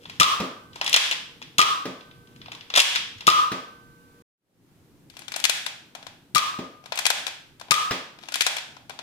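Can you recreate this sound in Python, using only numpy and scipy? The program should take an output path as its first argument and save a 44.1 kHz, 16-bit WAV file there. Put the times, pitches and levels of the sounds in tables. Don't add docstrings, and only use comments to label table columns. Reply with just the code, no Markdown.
import sys
import numpy as np
from scipy import signal
from scipy.fft import rfft, irfft
from scipy.io import wavfile
from scipy.ndimage import uniform_filter1d

SR = 44100
rng = np.random.default_rng(int(sys.argv[2]) if len(sys.argv) > 2 else 0)


def log_audio(samples):
    frames = np.atleast_2d(samples).T
    limited = np.clip(frames, -1, 1)
    pcm = np.round(limited * 32767).astype(np.int16)
    wavfile.write(sys.argv[1], SR, pcm)


N = 397782

# [hz, density_db (per Hz)]
SHELL_COLOUR = [(150, -56), (250, -27.5), (906, -8), (1580, -6.5), (1880, -7), (2320, -5), (3230, -2.5),
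                (4410, -8), (5540, -9), (6470, -13), (13700, -28.5), (15200, -41), (16000, -41)]
# [start_s, left_lead_s, left_over_right_db (at 1 kHz), more_db_per_octave, room_share_db]
PLACES = [(0, .0003, 2, 1.5, -3), (4.3, 0.00019, 7.5, 2, -2.5)]
# [hz, likeness (1 is identical)]
LIKENESS = [(60, 0.27), (180, 0.94), (350, .9), (550, 0.49), (1650, 0.08), (4970, 0), (15000, 0.1)]


def gain_of(db):
    return 10 ** (np.asarray(db) / 20)


def evened(x):
    return x / np.sqrt(np.mean(x ** 2) + 1e-20)


def read(points, hz):
    f, value = np.transpose(points)
    return np.interp(np.log(hz + 1), np.log(f + 1), value)


def add(mix, s, sound):
    part = mix[round(s * SR):][:len(sound)]
    part += sound[:len(part)]


def coloured(x, points):
    hz = np.fft.rfftfreq(len(x), 1 / SR)
    return irfft(rfft(x) * gain_of(read(points, hz)), len(x))


def ring(modes, seconds):
    t = np.arange(round(seconds * SR)) / SR
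    return sum(gain_of(db - 60 * t / t60) * np.sin(2 * np.pi * hz * t) for hz, db, t60 in modes)


def drifting(x, samples):
    return evened(uniform_filter1d(uniform_filter1d(x, samples), samples))


def slide():
    # [start_s, end_s, level_db]
    strokes = [(0, .19, -59), (0.723, .93, -59), (1.427, 1.57, -73), (2.27, 2.75, -73), (3.08, 3.26, -70),
               (5.128, 5.44, -61), (6.829, 7.05, -65), (8.205, 8.4, -54)]
    slips_per_s, ramp_s = 3000., .01
    size = gain_of(4.6 * np.minimum(rng.exponential(1, N), 5))
    happens = rng.random(N) < slips_per_s / SR
    slips = size * happens * rng.choice([-1, 1], N)
    t = np.arange(N) / SR
    level = sum(gain_of(db) * np.clip(np.minimum(t - start, end - t) / ramp_s, 0, 1)
                for start, end, db in strokes)
    return level * evened(coloured(slips, SHELL_COLOUR))


def hush():
    # [hz, density_db (per Hz)]
    house_colour = [(12, -50), (20, -18), (27, -19), (91, -18), (135, -6.5), (205, -14), (257, -10),
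                    (613, -24.5), (6300, -37), (15000, -39), (16400, -58.5)]
    level_db, patch_db = -57.5, 2.2
    frames, hz = N // 256 + 5, np.fft.rfftfreq(1024, 1 / SR)
    a, b, c, d, patches = rng.standard_normal((frames, 513, 5)).T
    patches = evened(uniform_filter1d(uniform_filter1d(patches, 8, 0), 14, 1))
    same = np.clip(read(LIKENESS, hz), -1, 1)[:, None]
    left, other = a + 1j * b, c + 1j * d
    z = np.array([left, same * left + np.sqrt(1 - same ** 2) * other])
    z *= gain_of(read(house_colour, hz)[:, None] + patch_db * patches * (hz[:, None] < 800))
    sound = signal.istft(z, nperseg=1024, noverlap=768)[1][:, :N]
    return gain_of(level_db) * evened(sound)


def hum():
    # [hz, level_db, end_s]
    hz, db, end = (474, -66.5, 4.3)
    t = np.arange(N) / SR
    wander_db = 2.2 * drifting(rng.standard_normal(N), 2000)
    return gain_of(db + wander_db) * np.sin(2 * np.pi * hz * t) * (t < end)


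def clack_rows():
    # [time_s, level_db, bass_share_db, treble_share_db]
    handling = [(0.0551, -41.5, 6, -43), (0.0972, -35.5, 0, -3.5), (0.732, -48, -10, -18),
                (0.758, -37, 10.5, 0), (0.813, -22.5, 8.5, -6), (0.844, -33, -16, 6.5),
                (.8632, -22.5, -24, -3), (0.877, -23.5, -0.5, -1), (0.894, -30.5, -9, 10.5),
                (0.9293, -18, -19, 5), (.9413, -9, -9.5, -4.5), (0.9621, -6.5, -3, 2.5),
                (0.9725, -22, -9, -9), (1.1121, -22.5, -2.5, 1.5), (1.1179, -25, 0, -9),
                (1.124, -26, -6.5, -3), (1.13, -30.5, -2.5, -18.5), (1.417, -41.5, 6, -4.5),
                (1.425, -37, -11, -7), (1.439, -56, -9, -19), (2.009, -46.5, 3, -13),
                (2.1122, -50.5, -4, -25), (2.2723, -56.5, -1, -6), (2.361, -52.5, -1, -1.5),
                (2.4159, -41.5, 0, -22), (2.459, -42, 7, -16), (2.483, -45.5, 14.5, -26),
                (2.5186, -35, 5.5, -3), (2.5314, -47, 5, -3), (2.55, -41, 5, -2.5),
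                (2.609, -40, -16, -16.5), (2.7018, -33, 5, -7), (2.7393, -23.5, -0.5, -7.5),
                (2.7531, -20, 0, -1), (2.761, -13.5, -3, 2), (2.774, -13.5, 7, 3.5),
                (2.7793, -12.5, 4, 3.5), (2.7929, -9.5, -16, 1), (2.8013, -8, -9.5, 3.5),
                (2.817, -13.5, -30, 5.5), (2.9517, -24.5, -16, -5), (2.9585, -17.5, -7.5, -3.5),
                (2.964, -26, -4, -10.5), (2.971, -33.5, -10, -10), (3.183, -47, -28, 0),
                (3.208, -35, -3, -4.5), (3.223, -51, 14, -12.5), (5.1, -46, -13, 3), (5.139, -56, 13, -5),
                (5.1684, -39.5, 6, 2.5), (5.1918, -40.5, 4, 7.5), (5.2192, -43, 5.5, -3.5),
                (5.2817, -34.5, 3, 1), (5.3199, -32, -1, 4), (5.3404, -28, -1, -9), (5.362, -26.5, 4, 9),
                (5.393, -38, 5, -12.5), (5.3999, -30.5, -2, 3), (5.4411, -15.5, -6, 4),
                (5.452, -12.5, -7.5, 3.5), (5.4958, -12, -4, 3), (5.664, -23, 1, 0), (5.951, -35, 11.5, 1),
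                (6.0279, -44, 9, -3.5), (6.0668, -35.5, 7, -2), (6.8398, -50, 12.5, -3),
                (6.8588, -39.5, 9, 0), (6.922, -24, 8.5, -6), (6.9567, -35, -15, 10),
                (6.975, -24, -3, -0.5), (6.9897, -21, 3, 4.5), (7.0539, -14.5, -3, -2),
                (7.0647, -14, -3, 5.5), (7.1026, -12.5, 4, 2.5), (7.2672, -23, -3.5, -1),
                (7.2787, -32.5, 9.5, 2), (7.598, -42.5, 2, 3.5), (7.6128, -38, 10.5, -2),
                (7.6845, -50.5, 20.5, -8), (8.188, -46, 4, -5), (8.236, -42, 10.5, -5),
                (8.2866, -34.5, 8, -0.5), (8.3218, -32, 3, 2), (8.341, -20, -11, 0),
                (8.3564, -24.5, 1, 8.5), (8.4083, -13.5, -10.5, 1.5), (8.419, -18.5, -6, 3),
                (8.4656, -14.5, 4, 2.5), (8.5672, -25, 0, 1), (8.5835, -29, 3, -5),
                (8.767, -44.5, 13.5, -7), (8.896, -35.5, 10.5, 2.5), (8.9054, -38, 10, -15),
                (8.99, -33.5, 8.5, -4.5)]
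    # [catch_release_s, strength_db, rebound_weaker_db (the last three clacks)]
    shots = [(0.1997, 2, 0.5), (1.5830, -0.5, -1.5), (3.269, -1, -2), (6.3490, -1, -0.5), (7.709, 3, 5)]
    # [level_db, bass_share_db, treble_share_db]
    shot_clacks = [(-15, -10, 5.5), (-17.5, -5.5, 4), (-17.5, -9.5, -4), (-12, -11.5, 0.5),
                   (-19.5, -8, -10)]
    delays = [0, .0082, .0190, .0312, .0420]
    rows = []
    for s, strength_db, weaker_db in shots:
        for delay, (db, *shares) in zip(delays, shot_clacks):
            level_db = db + strength_db - weaker_db * (delay > delays[1])
            rows.append((s + delay, level_db, *shares))
    return rows + handling


def clacks():
    # [hz, density_db (per Hz)]
    rear_colour = [(150, -65.5), (250, -32.5), (748, -1.5), (1100, -8), (1530, 1.5), (1880, -2.5),
                   (2440, 1), (2810, -1.5), (3520, -0.5), (5630, -5.5), (7060, -8.5), (14200, -23),
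                   (16000, -42.5)]
    # [hz, level_db, t60_s]
    body_modes = [(700, -11, 0.047), (1016, -4, 0.044)]
    # [hz, level_db, t60_s]
    panel_modes = [(2428, -17, 0.056), (2558, -11.5, .03), (2943, -15.5, .025), (3304, -15, 0.022),
                   (3570, -6.5, 0.024), (4320, -17.5, 0.035)]
    rise_s, t60_s, knock_db = .001, .023, -12.5
    panel_spread_db, panel_detune = 5.5, 0.031
    shell_low_hz = 338
    out, even = np.zeros(N), np.zeros(N)
    t, hz = np.arange(2048) / SR, np.fft.rfftfreq(2048, 1 / SR)
    shape = (1 - np.exp(-t / rise_s)) ** 2 * gain_of(-60 * t / t60_s)
    shape /= shape.max()
    rows = clack_rows()
    for (s, level_db, bass_db, treble_db), noise in zip(rows, rng.standard_normal((len(rows), 2048))):
        shell = rear_colour if s > PLACES[1][0] else SHELL_COLOUR
        tilt = [(900, bass_db), (1900, 0), (5000, 0.011), (8000, treble_db)]
        colour = gain_of(read(shell, hz) + read(tilt, hz))
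        middle = np.sqrt(np.mean(colour ** 2 * (hz > 1500) * (hz < 6000)))
        colour *= gain_of(level_db) / middle
        add(out, s - rise_s, irfft(rfft(noise) * colour) * shape)
        add(out, s, gain_of(level_db + bass_db + knock_db) * ring(body_modes, .05))
        panels = [(f * (1 + panel_detune * w), level_db + db + panel_spread_db * z, t60)
                  for (f, db, t60), z, w in zip(panel_modes, noise, noise[::-1])]
        add(out, s, ring(panels, .05))
        add(even, s - .001, np.roll(irfft(colour), 100) * np.linalg.norm(shape))
    high_pass = signal.butter(3, shell_low_hz, "high", fs=SR, output="sos")
    return signal.sosfilt(high_pass, out), even


def plunger():
    # [time_s, ring_db, ring_hz, ring_t60_s, thump_db, spring_db, linger_db, damped_after_s]
    slams = [(0.2097, -8, 1225, 0.1, -19, -50, -47, 0.2), (1.592, -10.5, 1222, 0.33, -26, -48.5, -40, .6),
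             (3.279, -8, 1226, 0.44, -28, -45.5, -40, 0.43),
             (6.36, -13.5, 1221, 0.23, -20.5, -60.5, -33, 0.48),
             (7.717, -12.5, 1223, 0.43, -18.5, -66, -33.5, 0.59)]
    # [pitch_factor (times ring_hz), level_db]
    tube_modes = [(1., -2.5), (1.036, -15), (.985, -13.5)]
    # [hz, level_db, t60_s]
    spring_modes = [(1178, -6.5, 4), (1537, -1.5, 2.7), (995, -9.5, 1.7)]
    # [hz, density_db (per Hz)]
    rattle_colour = [(800, -20.5), (1050, -3), (1200, 6), (1350, -2), (1700, -35)]
    air_modes = [(150., -2.5, 0.023), (256.0, -9.5, 0.015)]  # hz, level_db, t60_s
    out, t = np.zeros(N), np.arange(SR) / SR
    for slam, noise in zip(slams, rng.standard_normal((len(slams), 2, SR))):
        s, ring_db, hz, t60, thump_db, spring_db, linger_db, damped = slam
        waver = 1 + 0.47 * drifting(noise[0], 500) * np.minimum(t / 0.042, 1)
        tube = waver * ring([(hz * k, db, t60) for k, db in tube_modes], 1)
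        rattle = evened(coloured(noise[1], rattle_colour)) * gain_of(-11.0 - 60 * t / 0.55)
        add(out, s, gain_of(ring_db) * (tube + rattle))
        add(out, s, ring([(hz, linger_db, 1.2)], damped))
        add(out, s, gain_of(spring_db) * ring(spring_modes, 1))
        add(out, s - .007, gain_of(thump_db) * ring(air_modes, .1))
    return out


def darts():
    # [time_s, level_db, tick_share_db, cloth_t60_s]
    landings = [(0.4, -23.5, 4.5, 0.075), (1.854, -25.5, 2.5, 0.057), (3.517, -23.5, 4.5, 0.03),
                (6.587, -22, -2, 0.043), (7.908, -28, 18.5, 0.046)]
    # [hz, density_db (per Hz)]
    curtain_colour = [(35, -51), (60, -16), (177, 8.5), (286, 7), (450, -1), (637, -3.5), (860, -18.5),
                      (1000, -10.5), (1300, -41), (2200, -100)]
    # [hz, density_db (per Hz)]
    tip_colour = [(500, 0.5), (2000, 2), (5000, -3.5), (12000, -22)]
    cloth_share_db, tick_t60_s, rise_s = 3., .03, 0.0034
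    out, even = np.zeros(N), np.zeros(N)
    t, hz = np.arange(4096) / SR, np.fft.rfftfreq(4096, 1 / SR)
    for (s, level_db, tick_db, t60), noise in zip(landings, rng.standard_normal((len(landings), 2, 4096))):
        parts = (tip_colour, tick_db, tick_t60_s), (curtain_colour, cloth_share_db, t60)
        for (points, share_db, decay), z in zip(parts, noise):
            colour = gain_of(read(points, hz))
            colour *= gain_of(level_db + share_db) / np.sqrt(np.mean(colour ** 2))
            shape = (1 - np.exp(-t / rise_s)) * gain_of(-60 * t / decay)
            add(out, s, irfft(rfft(z) * colour) * shape)
            add(even, s - .005, np.roll(irfft(colour), 400) * np.linalg.norm(shape))
    return out, even


def hand_bumps():
    # [time_s, peak_db, hz]
    bumps = [(3.15, -44.5, 90.3), (5.357, -41, 280)]
    out = np.zeros(N)
    for s, peak_db, hz in bumps:
        length = round(3 * SR / hz)
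        add(out, s, gain_of(peak_db) * np.hanning(length) * ring([(hz, 0, 1)], 1)[:length])
    return out


def near_ports(x, lead, pan_db, per_octave_db):
    hz = np.fft.rfftfreq(N, 1 / SR)
    half_db = .5 * (pan_db + per_octave_db * np.log2(np.maximum(hz, 250) / 1000))
    scatter = rng.standard_normal(200) * np.exp(-np.arange(200) / SR / 0.0025)
    scatter = rfft(scatter / np.linalg.norm(scatter), N)
    share = np.clip(read([(1300, 0.27), (2500, 0.68)], hz), 0, 1)
    late = np.sqrt(1 - share ** 2) * np.exp(-2j * np.pi * hz * lead) + share * scatter
    z = rfft(coloured(x, [(40, -22.5), (110, -1)]))
    return np.array([irfft(z * gain_of(half_db), N), irfft(z * gain_of(-half_db) * late, N)])


def room(x):
    # [hz, t60_s]
    room_decay = [(100, 0.13), (260, .43), (700, 0.56), (1840, 0.56), (4850, 0.52), (12800, 0.42)]
    # [hz, level_db]
    wall_colour = [(40, -17.5), (100, -0.5), (250, -2), (2000, -0.5), (2550, 0.5), (2900, 1), (3500, 2.5),
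                   (4200, -1), (5000, -0.5), (12000, -2.5)]
    taps = np.zeros((2, SR))
    at = np.arange(150, SR - 20, 20) + rng.integers(0, 20, (2, (SR - 151) // 20))
    np.put_along_axis(taps, at, rng.choice([-1., 1.], at.shape), 1)
    hz, t, z = signal.stft(taps, SR, nperseg=256)
    same = np.clip(read(LIKENESS, hz), 0, 1)[:, None]
    z[1] = same * z[0] + np.sqrt(1 - same ** 2) * z[1]
    decay = gain_of(-60 * t / read(room_decay, hz)[:, None])
    tail = signal.istft(z * decay, SR, nperseg=256)[1]
    tail /= np.linalg.norm(tail[0])
    return signal.fftconvolve(coloured(x, wall_colour)[None], tail, axes=1)[:, :N]


def scene():
    near, even = clacks()
    body = slide() + plunger() + hand_bumps()
    far, far_even = darts()
    place = np.searchsorted([row[0] for row in PLACES], np.arange(N) / SR, "right") - 1
    direct = sum(near_ports((near + body) * (place == k), *row[1:4]) for k, row in enumerate(PLACES))
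    far_ports = np.array([far, np.roll(far, 3)])
    room_share = gain_of([row[4] for row in PLACES])[place]
    send = (even + body) * room_share + gain_of(1.5) * far_even
    return direct + far_ports + room(send) + hush() + hum()


def record(dry):
    threshold_db, share_taken_off, excess_fall_db_per_s, lag_s = -17, .95, 83.5, 0.0086
    first_db, cut_s, fade_from_s, fade_s, fade_bend = 3, 4.224, 4.363, .38, 1.5
    edge_hz = 16300
    power = uniform_filter1d((dry ** 2).mean(0), 301, origin=150)
    fall = np.arange(N) * excess_fall_db_per_s / SR
    held_db = np.maximum.accumulate(10 * np.log10(abs(power) + 1e-12) + fall) - fall
    over_db = np.maximum(held_db - threshold_db, 0)
    late_db = np.roll(uniform_filter1d(over_db, 401, origin=200), round(lag_s * SR))
    ducked = np.tanh(dry / gain_of(share_taken_off * late_db))
    t = np.arange(N) / SR
    before = gain_of(first_db) * np.clip((cut_s - t) / 0.0024, 0, 1)
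    after = np.clip((t - fade_from_s) / fade_s, 0, 1) ** fade_bend
    low_pass = signal.firwin(511, edge_hz, window=("kaiser", 9), fs=SR)
    return signal.oaconvolve(ducked * (before + after), low_pass[None], "same")


dry = scene()
out = record(dry)
log_audio(out)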